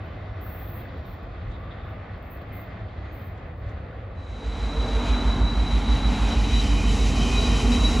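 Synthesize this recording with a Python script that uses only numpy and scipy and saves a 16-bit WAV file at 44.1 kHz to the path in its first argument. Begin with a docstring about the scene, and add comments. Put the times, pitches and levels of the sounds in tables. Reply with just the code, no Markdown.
"""The last cars of a freight train rumble away through dry hills, their wheels roaring, hissing and
clanking, while an insect buzzes and stalks snap in the brush. After four seconds this fades into
diesel locomotives passing across a field. Unequal cylinders make the exhaust throb under the engine's
drone, a turbocharger whine wavers in the air, fans rush, and friction sets the steel wheels ringing."""
import sys
import numpy as np
from scipy import signal
from scipy.fft import rfft, irfft
from scipy.io import wavfile
from scipy.ndimage import uniform_filter1d

SR = 44100
rng = np.random.default_rng(int(sys.argv[2]) if len(sys.argv) > 2 else 0)


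def output_pcm(signal):
    """Save a mono or channel-first signal as 16-bit PCM at the path in sys.argv[1].

    Samples are clipped to [-1, 1] before scaling.
    """
    pcm = np.clip(np.atleast_2d(signal).T, -1, 1) * 32767
    wavfile.write(sys.argv[1], SR, np.round(pcm).astype(np.int16))


N = 352800
TIME = np.arange(N) / SR
BIN_HZ = np.maximum(np.arange(N // 2 + 1) * SR / N, 1)
FADE_START_S, FADE_LENGTH_S = 4.137, 1  # crossfade from the hills to the field
TURN_START_S, TURN_LENGTH_S = 6.0, 0.97  # the locomotives turn their flanks to the listener

# Stereo width of the hills and the field. Each row: frequency in Hz, side minus mid in dB.
FAR_WIDTH = [(50, -30), (100, -26), (200, -18), (500, -8.5), (1000, -4.5), (2000, -7), (3000, -3),
             (4500, -9), (7000, 3.5), (15000, -7.5)]
NEAR_WIDTH = [(50, -18), (250, -22.5), (450, -19), (900, -18), (1300, -15.5), (1800, -5), (2300, -44),
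              (3000, -17.5), (3900, -38), (5000, -60), (6800, -54), (8000, 5.5), (15000, -6)]

# Noise colours in the hills. Each row: frequency in Hz, relative level in dB.
OPEN_AIR_COLOUR = [(5000, -2), (8000, -3), (11000, -10)]
SNAP_COLOUR = [(4000, 2), (6700, 2), (8200, -5), (9500, -16), (14000, -26)]
BUZZ_COLOUR = [(9100, -43.5), (9600, -15), (10100, -45.5), (11900, -37), (12700, -9), (13300, 2),
               (14700, 5), (15800, 1)]
RUMBLE_COLOUR = [(11, -57.5), (18, -17), (25, -27), (35, -9), (49, -1.5), (87, 0.5), (109, -1), (117, -12),
                 (130, -9), (180, -17.5), (230, -54), (400, -120)]
ROLL_COLOUR = [(71, -29.5), (120, -17), (134, -7.5), (179, -7), (221, -11), (270, -10.5), (416, -16),
               (502, -13), (586, -14.5), (620, -12.5), (773, -15), (944, -22.5), (1150, -17.5),
               (1610, -27.5), (1700, -23.5), (2210, -52), (3740, -120)]
RAIL_COLOUR = [(820, -26), (1400, -1), (1490, 2), (1610, -6), (1710, -2), (2030, -2), (2290, -8.5),
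               (2610, -8.5), (2840, -15.5), (3560, -10.5), (4540, -17), (5820, -34), (6640, -33),
               (7470, -49.5), (9000, -50.5), (11700, -84), (19800, -120)]
CLANK_COLOUR = [(1200, -2), (2200, 0.5), (3600, 4), (4600, -5), (5600, -20.5), (7500, -30)]
# Dry stalks snapping. Each row: time in seconds, level in dB.
SNAPS = [(1.518, -64.5), (3.379, -69), (3.695, -64)]
# The insect's rasps and runs of faint ticks. Each row: start and end in seconds, relative level in dB.
BUZZES = [(0.406, 0.8, -52), (1.05, 1.135, -62.5), (1.58, 1.63, -84), (1.87, 1.93, -81), (2.22, 2.28, -72),
          (2.296, 2.345, -55), (2.521, 2.61, -55), (3.113, 3.278, -62)]
STUTTERS = [(0, .12, -66), (.12, .26, -72), (.34, .39, -70), (.98, 1.02, -66), (1.41, 1.5, -73),
            (1.56, 1.64, -71), (1.82, 1.94, -68), (2.13, 2.18, -72), (2.49, 2.52, -64), (3.43, 3.53, -70),
            (3.58, 3.73, -69), (3.77, 4.08, -77)]
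# Its loudest single ticks. Each row: time in seconds, relative level in dB.
TICKS = [(.069, -62), (.942, -58), (.978, -57), (1.03, -61), (1.232, -54), (1.852, -63), (1.903, -62),
         (2.18, -55), (2.226, -52), (2.27, -55), (2.418, -49), (2.486, -57), (3.482, -65), (3.574, -65)]
# Rumble of the receding cars. Each row: time in seconds, base level in dB.
FAR_RUMBLE = [(0, -35.5), (1.85, -37), (2.3, -39.5), (2.9, -37.5), (3.7, -35.5), (4.2, -36)]
# Brief swells in that low rumble. Each row: time in seconds, lift in dB.
RUMBLE_SWELLS = [(.3, 2), (.61, 3.5), (1.48, 8), (1.84, 4.5), (2.14, 4), (2.5, 2.5), (2.82, 4), (3.01, 6.5),
                 (3.68, 4.5)]
# Steel on the rail. Each row: time in seconds, base levels of rail hiss and flange scrape in dB.
FAR_RAIL = [(0.0, -49, -60), (0.3, -53, -60.5), (0.57, -49, -60.5), (.67, -53.5, -60), (.77, -49.5, -60.5),
            (1.0, -54, -59), (1.5, -51.5, -60.5), (1.67, -51.5, -62), (2.0, -51, -63), (2.13, -53, -62.5),
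            (2.35, -52.5, -65.5), (2.57, -50, -60.5), (2.79, -51.5, -62), (2.86, -56.5, -65),
            (3.05, -51, -57.5), (3.25, -53.5, -64), (3.42, -52, -63.5), (3.51, -54, -66), (3.6, -59.5, -68),
            (3.66, -52.5, -62), (3.85, -54, -65), (4.1, -54.5, -64)]
# Wheels and couplers knocking. Each row: time in seconds, relative level in dB.
CLANKS = [(.677, -59), (.883, -61), (1.419, -59), (1.8, -64), (2.135, -60), (2.414, -59), (2.885, -59),
          (2.978, -62), (3.377, -61), (3.625, -63), (3.69, -61), (3.78, -64)]

# Bell-shaped swells. Each row: centre and half-width in seconds, relative peak in dB.
SCRAPES = [(1.54, 0.026, -56), (1.65, .03, -62), (1.72, 0.011, -53.5), (1.83, .07, -62.5)]  # hoarse far flanges
HUM_SWELLS = [(6.15, .85, -46.5), (7.7, .4, -50)]  # rotating machinery
RING_SWELLS = [(5.13, 0.075, -46), (6.33, .04, -41), (6.64, 0.22, -40), (7.22, 0.071, -35.5),
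               (7.48, 0.26, -36)]  # locomotive wheels ringing
GROANS = [(4.43, .04, -34), (4.58, 0.059, -35), (4.81, 0.076, -32), (4.99, 0.047, -33.5), (5.25, 0.1, -48)]  # short wheel groans
WHINE_SWELLS = [(4.2, 0.048, -38), (4.53, 0.023, -44), (4.66, 0.019, -37), (4.77, 0.066, -37.5),
                (4.94, 0.025, -42), (5.16, 0.059, -37.5), (5.32, 0.031, -40), (5.495, 0.034, -36),
                (5.58, 0.031, -36.5), (5.67, 0.046, -38), (5.92, 0.022, -40), (6.06, 0.022, -35.5),
                (6.32, 0.016, -36), (6.528, 0.02, -32.5), (6.585, 0.018, -30), (6.9, 0.034, -43),
                (7.4, 0.032, -31), (7.47, 0.027, -37.5), (7.57, 0.11, -41.5), (7.755, 0.029, -32.5),
                (7.865, 0.026, -28.5), (7.96, 0.059, -35.5)]  # turbocharger
NOTE_SWELLS = [(5.1, 0.14, -36), (6.13, 0.016, -29), (7.3, 0.15, -30.5), (7.72, 0.092, -26),
               (7.97, 0.063, -28.5)]  # the strongest drone note
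# Resonances. Each row: pitch and width in Hz, relative level in dB.
SCRAPE_MODES = [(3540, 300, 4), (3900, 1000, -5)]
WHEEL_MODES = [(2394, 10, -7), (2476, 12, -1), (3013, 14, 1.5), (3123, 22, 3.5), (3507, 20, -13),
               (4450, 35, -8), (4777, 25, -11), (5155, 30, -8), (5625, 35, -11), (5913, 25, -12),
               (6060, 45, -10)]
GROAN_MODES = [(452, 15, 0), (570, 90, -3), (850, 220, -4)]
SKIRT_MODES = [(3810, 45, -5), (3890, 50, 0), (3990, 50, -7)]  # the breath around the turbocharger's whine
# Short, high flange rubs, and one broad, slow swell of the distant rolling roar near 500 Hz.
# Each row: centre and half-width in seconds, pitch and width in Hz, peak in dB.
RUBS_AND_ROAR = [(.09, .04, 3050, 50, -63), (.08, .1, 5507, 14, -87), (.48, .17, 5500, 14, -81),
                 (1.05, .15, 5550, 14, -84), (2.0, .12, 5507, 14, -87), (1.66, 0.049, 1164, 150, -49),
                 (1.93, .1, 1197, 210, -52), (2.58, 0.063, 2085, 90, -54), (3.037, 0.069, 2020, 52, -57),
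                 (3.10, 0.047, 6600, 300, -81), (4.05, 0.5, 518, 190, -50), (5.11, .07, 2480, 45, -50),
                 (6.602, 0.1, 2470, 120, -46.5), (6.72, 0.056, 3010, 55, -42),
                 (6.805, 0.031, 2460, 60, -38), (6.89, 0.036, 3050, 110, -42),
                 (7.213, 0.039, 3085, 110, -40.5), (7.252, 0.02, 2476, 39, -38),
                 (7.343, 0.036, 2483, 49, -36.5), (7.53, 0.16, 2485, 60, -44), (7.75, 0.018, 3100, 80, -43)]

# Noise colours of the locomotives. Each row: frequency in Hz, relative level in dB.
ROLL_AHEAD = [(180, -32), (300, 1.5), (339, -9), (370, -3), (412, -8), (452, -4.5), (515, -9), (686, -7),
              (832, -7), (884, -6.5), (1440, -11.5), (1720, -12.5), (1900, -14), (2470, -45), (4180, -120)]
ROLL_ABREAST = [(180, -36), (300, 6), (329, -9), (431, -3.5), (570, -14), (665, -9), (812, -9), (884, -14),
                (1080, -10), (1290, -16.5), (1410, -14.5), (1710, -23.5), (1900, -3), (2470, -46),
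                (4180, -120)]
FAN_AHEAD = [(1500, 3), (1800, 1), (2100, 0.5), (2700, -3.5), (3300, -6), (3700, -5)]
FAN_ABREAST = [(1500, 9), (1700, -1), (2050, 0.5), (2750, 2.5), (3300, -5), (3700, -6)]
HISS_COLOUR = [(2440, -10), (4150, 5), (4240, -3), (4590, 3.5), (4910, 2.5), (5850, 3), (7170, 1),
               (8000, 0.5), (10400, -57), (17600, -120)]
AIR_COLOUR = [(7500, -13.5), (8500, 6), (10000, 2), (11500, -14.5), (13000, -20.5), (15000, -4),
              (15600, -19)]
EXHAUST_COLOUR = [(47, -31), (80, -24), (113, -4), (167, -8.5), (242, -5.5), (264, -9), (291, -10),
                  (329, -13), (380, -11), (490, -50), (840, -120)]
STACK_BOOM_COLOUR = [(20, -25), (36, -16), (45, -1), (53, -17), (59, 8.5), (70, 8.5), (85, 7.5)]
# Their faders. Each holds: gain in dB as the turn starts, dB gained per second, dB added by the turn.
FAN_FADER, HISS_FADER, AIR_FADER = (-40.5, 0.64, 0.24), (-49.5, 0.14, 8.6), (-58.5, 1.6, 6)
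RING_FADER, WHINE_FADER = (-47.5, 1.0, 0.5), (-43.5, 0, 0)
THROB_FADER, EXHAUST_FADER, NOTE_FADER = (-21, 0.32, 0), (-33, 1.36, 0), (-40.5, 0.3, 3.3)
# Rolling roar of their wheels. Each row: time in seconds, level in dB.
NEAR_ROLL = [(5.1, -34), (5.13, -33), (5.7, -37.5), (6.33, -33.5), (6.44, -36), (7.07, -34.5), (7.51, -31),
             (8.0, -32)]
# The treble dips and lifts briefly. Each row: centre and half-width in seconds, change in dB.
TREBLE_SWINGS = [(5.531, 0.19, -3), (5.756, 0.044, 1.5)]
# Machinery hum. Each row: multiple of the fundamental, relative level in dB.
HUM_OVERTONES = [(5, -7), (6, -9), (7, -7.5), (8, -7), (9, 0), (10, -7)]
# Brief dips in the whine. Each row: centre and half-width in seconds.
WHINE_BREAKS = [(5.252, 0.028), (5.386, 0.014), (5.8, 0.015), (6.106, 0.016), (6.272, 0.0062),
                (6.418, 0.014), (6.666, .03), (6.81, 0.025), (7.08, 0.031), (7.294, 0.028), (7.703, 0.015)]
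# Speed of the lead engine. Each row: time in seconds, four-stroke cycles per second.
ENGINE_SPEED = [(4.3, 6.29), (5.0, 6.278), (6.2, 6.243), (7.0, 6.228), (8, 6.222)]
# Exhaust throb. Each row: multiple of the cycle rate, relative level in dB, change over the turn in dB.
THROB_ORDERS = [(7, -20, 5), (8, 2, 1), (9, -1.5, -2), (10, -8, -2), (11, -15, 4), (12, -19, 1)]
# Engine drone. Each row: multiple of the cycle rate, relative level in dB, scattered over direct sound.
DRONE_ORDERS = [(15, 0, .38), (22, -10, .9), (30, -13.5, .85), (32.67, -8, .98), (35.83, -4.5, .65),
                (38.1, -9.5, 1), (45, -3.5, .45), (47, -9, .63), (60, -17, .81)]


def from_db(db):
    """Decibels to gain."""
    return 10 ** (np.asarray(db) / 20)


def rms_one(x):
    """Scale to unit rms."""
    return x / np.sqrt(np.mean(np.abs(x) ** 2) + 1e-20)


def in_time(rows):
    """Each column of an automation table, sample by sample."""
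    s, *columns = np.transpose(rows)
    return [np.interp(TIME, s, column) for column in columns]


def ramp(start_s, length_s):
    """A straight rise from 0 to 1."""
    return np.clip((TIME - start_s) / length_s, 0, 1)


def bell(centre_s, half_width_s):
    """A smooth rise to 1 and back."""
    return np.exp(-.5 * ((TIME - centre_s) / half_width_s) ** 2)


def swells(rows):
    """Joint gain of bell-shaped swells, added in power."""
    return np.sqrt(sum((from_db(db) * bell(s, half_width)) ** 2 for s, half_width, db in rows))


def drift(rate_hz, size=8192):
    """A smooth random wander with a spread of 1."""
    hz = np.arange(size // 2 + 1) * SR / N
    slow = irfft(rfft(rng.standard_normal(size)) / (1 + (hz / rate_hz) ** 2) ** 2, size)
    return np.interp(np.arange(N) * size / N, np.arange(size), rms_one(slow))


def gain_by_bin(points):
    """An EQ curve as a gain for every frequency."""
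    hz, db = np.transpose(points)
    return from_db(np.interp(np.log(BIN_HZ), np.log(hz), db))


def band(colour, low_hz, high_hz):
    """A colour closed by steep slopes on both sides."""
    return gain_by_bin(colour) / np.sqrt((1 + (low_hz / BIN_HZ) ** 20) * (1 + (BIN_HZ / high_hz) ** 20))


def resonances(modes):
    """Joint gain of resonant peaks, added in power."""
    return np.sqrt(sum(from_db(db) ** 2 / width / (1 + ((BIN_HZ - hz) / width) ** 2) ** 2
                       for hz, width, db in modes))


def noise(gain, width):
    """Stereo noise of unit rms: a common part plus scattered sound that differs between the sides."""
    mid, side = rfft(rng.standard_normal((2, N))) * gain
    side = side * gain_by_bin(width)
    return rms_one(irfft(np.array([mid + side, mid - side]), N))


def steadied(x, window_s):
    """Even out the chance swells of a noise, so that its level follows its driving force."""
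    power = uniform_filter1d(np.mean(x ** 2, axis=0), max(int(window_s * SR), 2))
    return x / np.sqrt(power + 1e-6)


def wavering(cycles, scatter, rate_hz):
    """A tone of unit rms whose level and phase are shaken by the air on its way."""
    path = 1 + scatter * (drift(rate_hz) + 1j * drift(rate_hz))
    return rms_one(np.real(path * np.exp(2j * np.pi * cycles)))


def panned(x, pan_db):
    """Place a sound by its left minus right level."""
    return x * from_db([[pan_db / 2], [-pan_db / 2]])


def passing(fader):
    """Gain of a locomotive layer as the train approaches and turns its flank."""
    db, db_per_s, turn_db = fader
    return from_db(db + db_per_s * (TIME - TURN_START_S) + turn_db * ramp(TURN_START_S, TURN_LENGTH_S))


def turning(ahead, abreast, low_hz, high_hz):
    """Noise whose colour changes as the locomotives turn their flanks to the listener."""
    turn = ramp(TURN_START_S, TURN_LENGTH_S)
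    before = noise(band(ahead, low_hz, high_hz), NEAR_WIDTH)
    after = noise(band(abreast, low_hz, high_hz), NEAR_WIDTH)
    return np.sqrt(1 - turn) * before + np.sqrt(turn) * after


def open_air(level_db=-88):
    """A faint bed of hiss behind the receding cars."""
    return from_db(level_db) * noise(band(OPEN_AIR_COLOUR, 5000, 11500), FAR_WIDTH)


def dry_brush(t60=0.011, rustle_db=-12, rustle_half_s=0.03):
    """A dry stalk rustles as it bends and gives way with a sharp snap."""
    snaps = sum((TIME >= s) * from_db(db - 60 * np.maximum(TIME - s, 0) / t60) for s, db in SNAPS)
    rustle = swells([(s, rustle_half_s, db + rustle_db) for s, db in SNAPS])
    return (snaps + rustle) * noise(band(SNAP_COLOUR, 4000, 14000), FAR_WIDTH)


def insect(t60=0.2, attack_s=.014, tick_attack_s=.0008, tick_t60=.009, ticks_per_s=45, uneven_db=3):
    """Very high rasps, stuttering runs and single ticks that start at once and die away in the brush."""
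    rasps = sum(ramp(start, attack_s) * from_db(db - 60 * np.maximum(TIME - end, 0) / t60)
                for start, end, db in BUZZES)
    age = TIME[:SR // 4]
    tick_tail = from_db(-26 - 60 * age / t60)
    tick = np.minimum(age / tick_attack_s, 1) * (from_db(-60 * age / tick_t60) + tick_tail)
    tick_rate = ticks_per_s * from_db(uneven_db * drift(30))
    beats = np.diff(np.floor(np.cumsum(tick_rate) / SR), prepend=0)
    runs = sum(from_db(db) * (TIME > start) * (TIME < end) for start, end, db in STUTTERS)
    strikes = beats * runs * from_db(uneven_db * drift(40))
    for s, db in TICKS:
        strikes[int(s * SR)] += from_db(db)
    ticks = from_db(-2.5) * signal.fftconvolve(strikes, tick)[:N]
    floor, flutter = from_db(-96), from_db(drift(60))
    return (floor + rasps + ticks) * flutter * noise(band(BUZZ_COLOUR, 6600, 17000), FAR_WIDTH)


def rattle(knocks_per_s=150, range_hz=(1077, 4770), spread_db=4.5, ring_cycles=22, pitches=16):
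    """Loose chains and brake rods: random knocks, each ringing briefly at one pitch."""
    sizes = from_db(spread_db * np.minimum(rng.exponential(1, N), 4)) * rng.choice([-1, 1], N)
    knocks = sizes * (rng.random(N) < knocks_per_s / SR)
    pitch_index = rng.integers(0, pitches, N)
    rings = 0
    for k, hz in enumerate(np.geomspace(*range_hz, pitches)):
        decay, angle = from_db(-60 * hz / (ring_cycles * SR)), 2 * np.pi * hz / SR
        feedback = [1, -2 * decay * np.cos(angle), decay ** 2]
        rings = rings + signal.lfilter([np.sin(angle)], feedback, knocks * (pitch_index == k) + 1e-18)
    return rms_one(irfft(rfft(rings) * gain_by_bin(RAIL_COLOUR), N))


def clanks(t60=.13, attack_s=0.0044, tail_t60=.4, tail_db=-12):
    """Wheels and couplers knock: a quick rise, a short ring and a tail of echo from the hills."""
    gain = 0
    for s, db in CLANKS:
        age = np.maximum(TIME - s, 0)
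        decay = from_db(-60 * age / t60) + from_db(tail_db - 60 * age / tail_t60)
        gain = gain + from_db(db) * ramp(s - attack_s, attack_s) * decay
    return gain * noise(band(CLANK_COLOUR, 1000, 7500), FAR_WIDTH)


def receding_cars(roar_db=-42.5, sink_db_per_s=0.29, roar_follows=0.34):
    """A low rumble swells briefly; wheels roar, hiss, scrape and clank unevenly, dulled by distance."""
    rumble_db, = in_time(FAR_RUMBLE)
    hiss_db, scrape_db = in_time(FAR_RAIL)
    swell_db = sum(db * bell(s, half_width_s=0.027) for s, db in RUMBLE_SWELLS)
    surge_db = .9 * drift(14)
    low_noise = steadied(noise(band(RUMBLE_COLOUR, 15, 143), FAR_WIDTH), window_s=0.5)
    rumble = from_db(rumble_db + swell_db) * low_noise
    roll_db = roar_db - sink_db_per_s * TIME + roar_follows * (surge_db + hiss_db - hiss_db.mean())
    roll = from_db(roll_db) * noise(band(ROLL_COLOUR, 139, 1530), FAR_WIDTH)
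    rail = noise(band(RAIL_COLOUR, 1496, 3120), FAR_WIDTH) + from_db(-9) * rattle()
    hiss = from_db(hiss_db - 0.05) * rail
    scrape = from_db(scrape_db - 2) * noise(band(RAIL_COLOUR, 2820, 9000), FAR_WIDTH)
    hoarse_colour = resonances(SCRAPE_MODES) * band(RAIL_COLOUR, 2500, 5500) ** .5
    hoarse = swells(SCRAPES) * noise(hoarse_colour, FAR_WIDTH)
    return rumble + roll + from_db(surge_db) * (hiss + scrape + hoarse) + clanks()


def rubs_and_roar():
    """Bands of noise swell and fade: short, high flange rubs and one slow swell of distant roar."""
    bands = 0
    for s, half_width, hz, width_hz, db in RUBS_AND_ROAR:
        tone = wavering(hz * TIME, scatter=10, rate_hz=width_hz)
        bands = bands + from_db(db) * bell(s, half_width) * steadied(tone[None], window_s=0.021)
    return bands


def machinery_hum(fundamental_hz=93.26):
    """The locomotives' rotating machinery sings a thin, clean row of overtones."""
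    tones = sum(from_db(db) * wavering(k * fundamental_hz * TIME, scatter=0.26, rate_hz=6.8)
                for k, db in HUM_OVERTONES)
    return swells(HUM_SWELLS) * tones


def wheels_and_fans(fan_follows=0.27, hiss_follows=0.12):
    """Wheels roar, ring and groan on the rail; fans and intakes rush, partly swelling with the roar."""
    roll_db, = in_time(NEAR_ROLL)
    swing_db = roll_db - roll_db.mean()
    roll = from_db(roll_db) * turning(ROLL_AHEAD, ROLL_ABREAST, 314, 1654)
    fan_gain = passing(FAN_FADER) * from_db(fan_follows * swing_db)
    fans = fan_gain * turning(FAN_AHEAD, FAN_ABREAST, 1870, 4110)
    hiss_gain = passing(HISS_FADER) * from_db(hiss_follows * swing_db)
    hiss = hiss_gain * noise(band(HISS_COLOUR, 3700, 7800), NEAR_WIDTH)
    air = passing(AIR_FADER) * noise(band(AIR_COLOUR, 9620, 13900), NEAR_WIDTH)
    friction = from_db(-3) * np.hypot(passing(RING_FADER), swells(RING_SWELLS))
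    ring = friction * steadied(noise(resonances(WHEEL_MODES), NEAR_WIDTH), window_s=0.026)
    groan = swells(GROANS) * steadied(noise(resonances(GROAN_MODES), NEAR_WIDTH), window_s=0.069)
    # the treble flickers
    treble_db = drift(12) + sum(db * bell(s, half_width) for s, half_width, db in TREBLE_SWINGS)
    return panned(roll + groan, pan_db=-1.1) + (fans + ring + hiss + air) * from_db(treble_db)


def turbochargers(whine_hz=3934, doppler_fall_hz_per_s=12.5, break_db=-7):
    """A whine swells and breaks off over a breathy skirt; the next unit's turbine runs a bit slower."""
    cycles = np.cumsum(whine_hz - doppler_fall_hz_per_s * (TIME - TURN_START_S)) / SR
    breaks = sum(bell(s, half_width) ** 2 for s, half_width in WHINE_BREAKS)
    base_gain = passing(WHINE_FADER) * from_db(break_db * breaks)
    whine = wavering(cycles, scatter=0.42, rate_hz=60) * from_db(0.5 * drift(29))
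    # echoes from the field reach the two sides differently
    echoes = from_db(-14) * wavering(cycles, scatter=5.6, rate_hz=15) * [[1], [-1]]
    skirt = from_db(-1) * noise(resonances(SKIRT_MODES), NEAR_WIDTH)
    next_unit = from_db(-12) * wavering(cycles * .967, scatter=2.1, rate_hz=59)
    return np.hypot(base_gain, swells(WHINE_SWELLS)) * (whine + echoes) + base_gain * (skirt + next_unit)


def exhaust_throb(cycles, turn, centre_order=8.6):
    """Unequal cylinders make the low engine orders swell together once a cycle."""
    smear = .04 + .055 * turn  # phase spread blurs each throb, more so from the flank
    throb = 0
    for order, db, turn_db in THROB_ORDERS:
        phase = order * cycles + smear * (order - centre_order) ** 2
        throb = throb + from_db(db + turn_db * turn) * wavering(phase, scatter=0.09, rate_hz=2.2)
    return rms_one(throb)


def diesel(first_throb_s=4.324, note_order=39):
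    """The exhaust throbs, booms and roars with the engine cycle; higher engine orders drone above it."""
    speed, = in_time(ENGINE_SPEED)
    cycles = np.cumsum(speed) / SR
    cycles = cycles - np.interp(first_throb_s, TIME, cycles)
    turn = ramp(TURN_START_S, TURN_LENGTH_S)
    throb = exhaust_throb(cycles, turn)
    # every throb pushes out a gust of booming exhaust, less marked from the flank
    chug = np.cos(2 * np.pi * cycles) * (1 - .6 * turn)
    boom = from_db(-12.5 + 2 * turn + 2 * chug) * noise(band(STACK_BOOM_COLOUR, 20, 84.3), NEAR_WIDTH)
    drone = sum(from_db(db - 4.5) * wavering(order * cycles, scatter, rate_hz=11.6)
                for order, db, scatter in DRONE_ORDERS)
    note_gain = np.hypot(passing(NOTE_FADER), swells(NOTE_SWELLS))
    note = note_gain * wavering(note_order * cycles, scatter=.3, rate_hz=8)
    roar_db = 1 + .6 * chug + 1.2 * drift(32)
    roar = from_db(roar_db) * noise(band(EXHAUST_COLOUR, 72, 298), NEAR_WIDTH)
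    bass = passing(THROB_FADER) * panned(throb + boom, pan_db=-1.5)
    return bass + passing(EXHAUST_FADER) * (drone + roar) + note


def scene():
    """The receding train crossfades into the locomotives."""
    fade = ramp(FADE_START_S, FADE_LENGTH_S)
    hills = open_air() + receding_cars() + insect() + dry_brush()
    field = diesel() + machinery_hum() + turbochargers() + wheels_and_fans()
    return (1 - fade) * hills + fade * field + rubs_and_roar()


def record(dry, low_cut_hz=24, high_cut_hz=16450):
    """The microphone loses the deepest bass, and the top is cut steeply."""
    thinned = signal.sosfilt(signal.butter(4, low_cut_hz, "high", fs=SR, output="sos"), dry)
    return signal.sosfilt(signal.cheby2(16, 70, high_cut_hz, fs=SR, output="sos"), thinned)


dry = scene()
out = record(dry)
output_pcm(out)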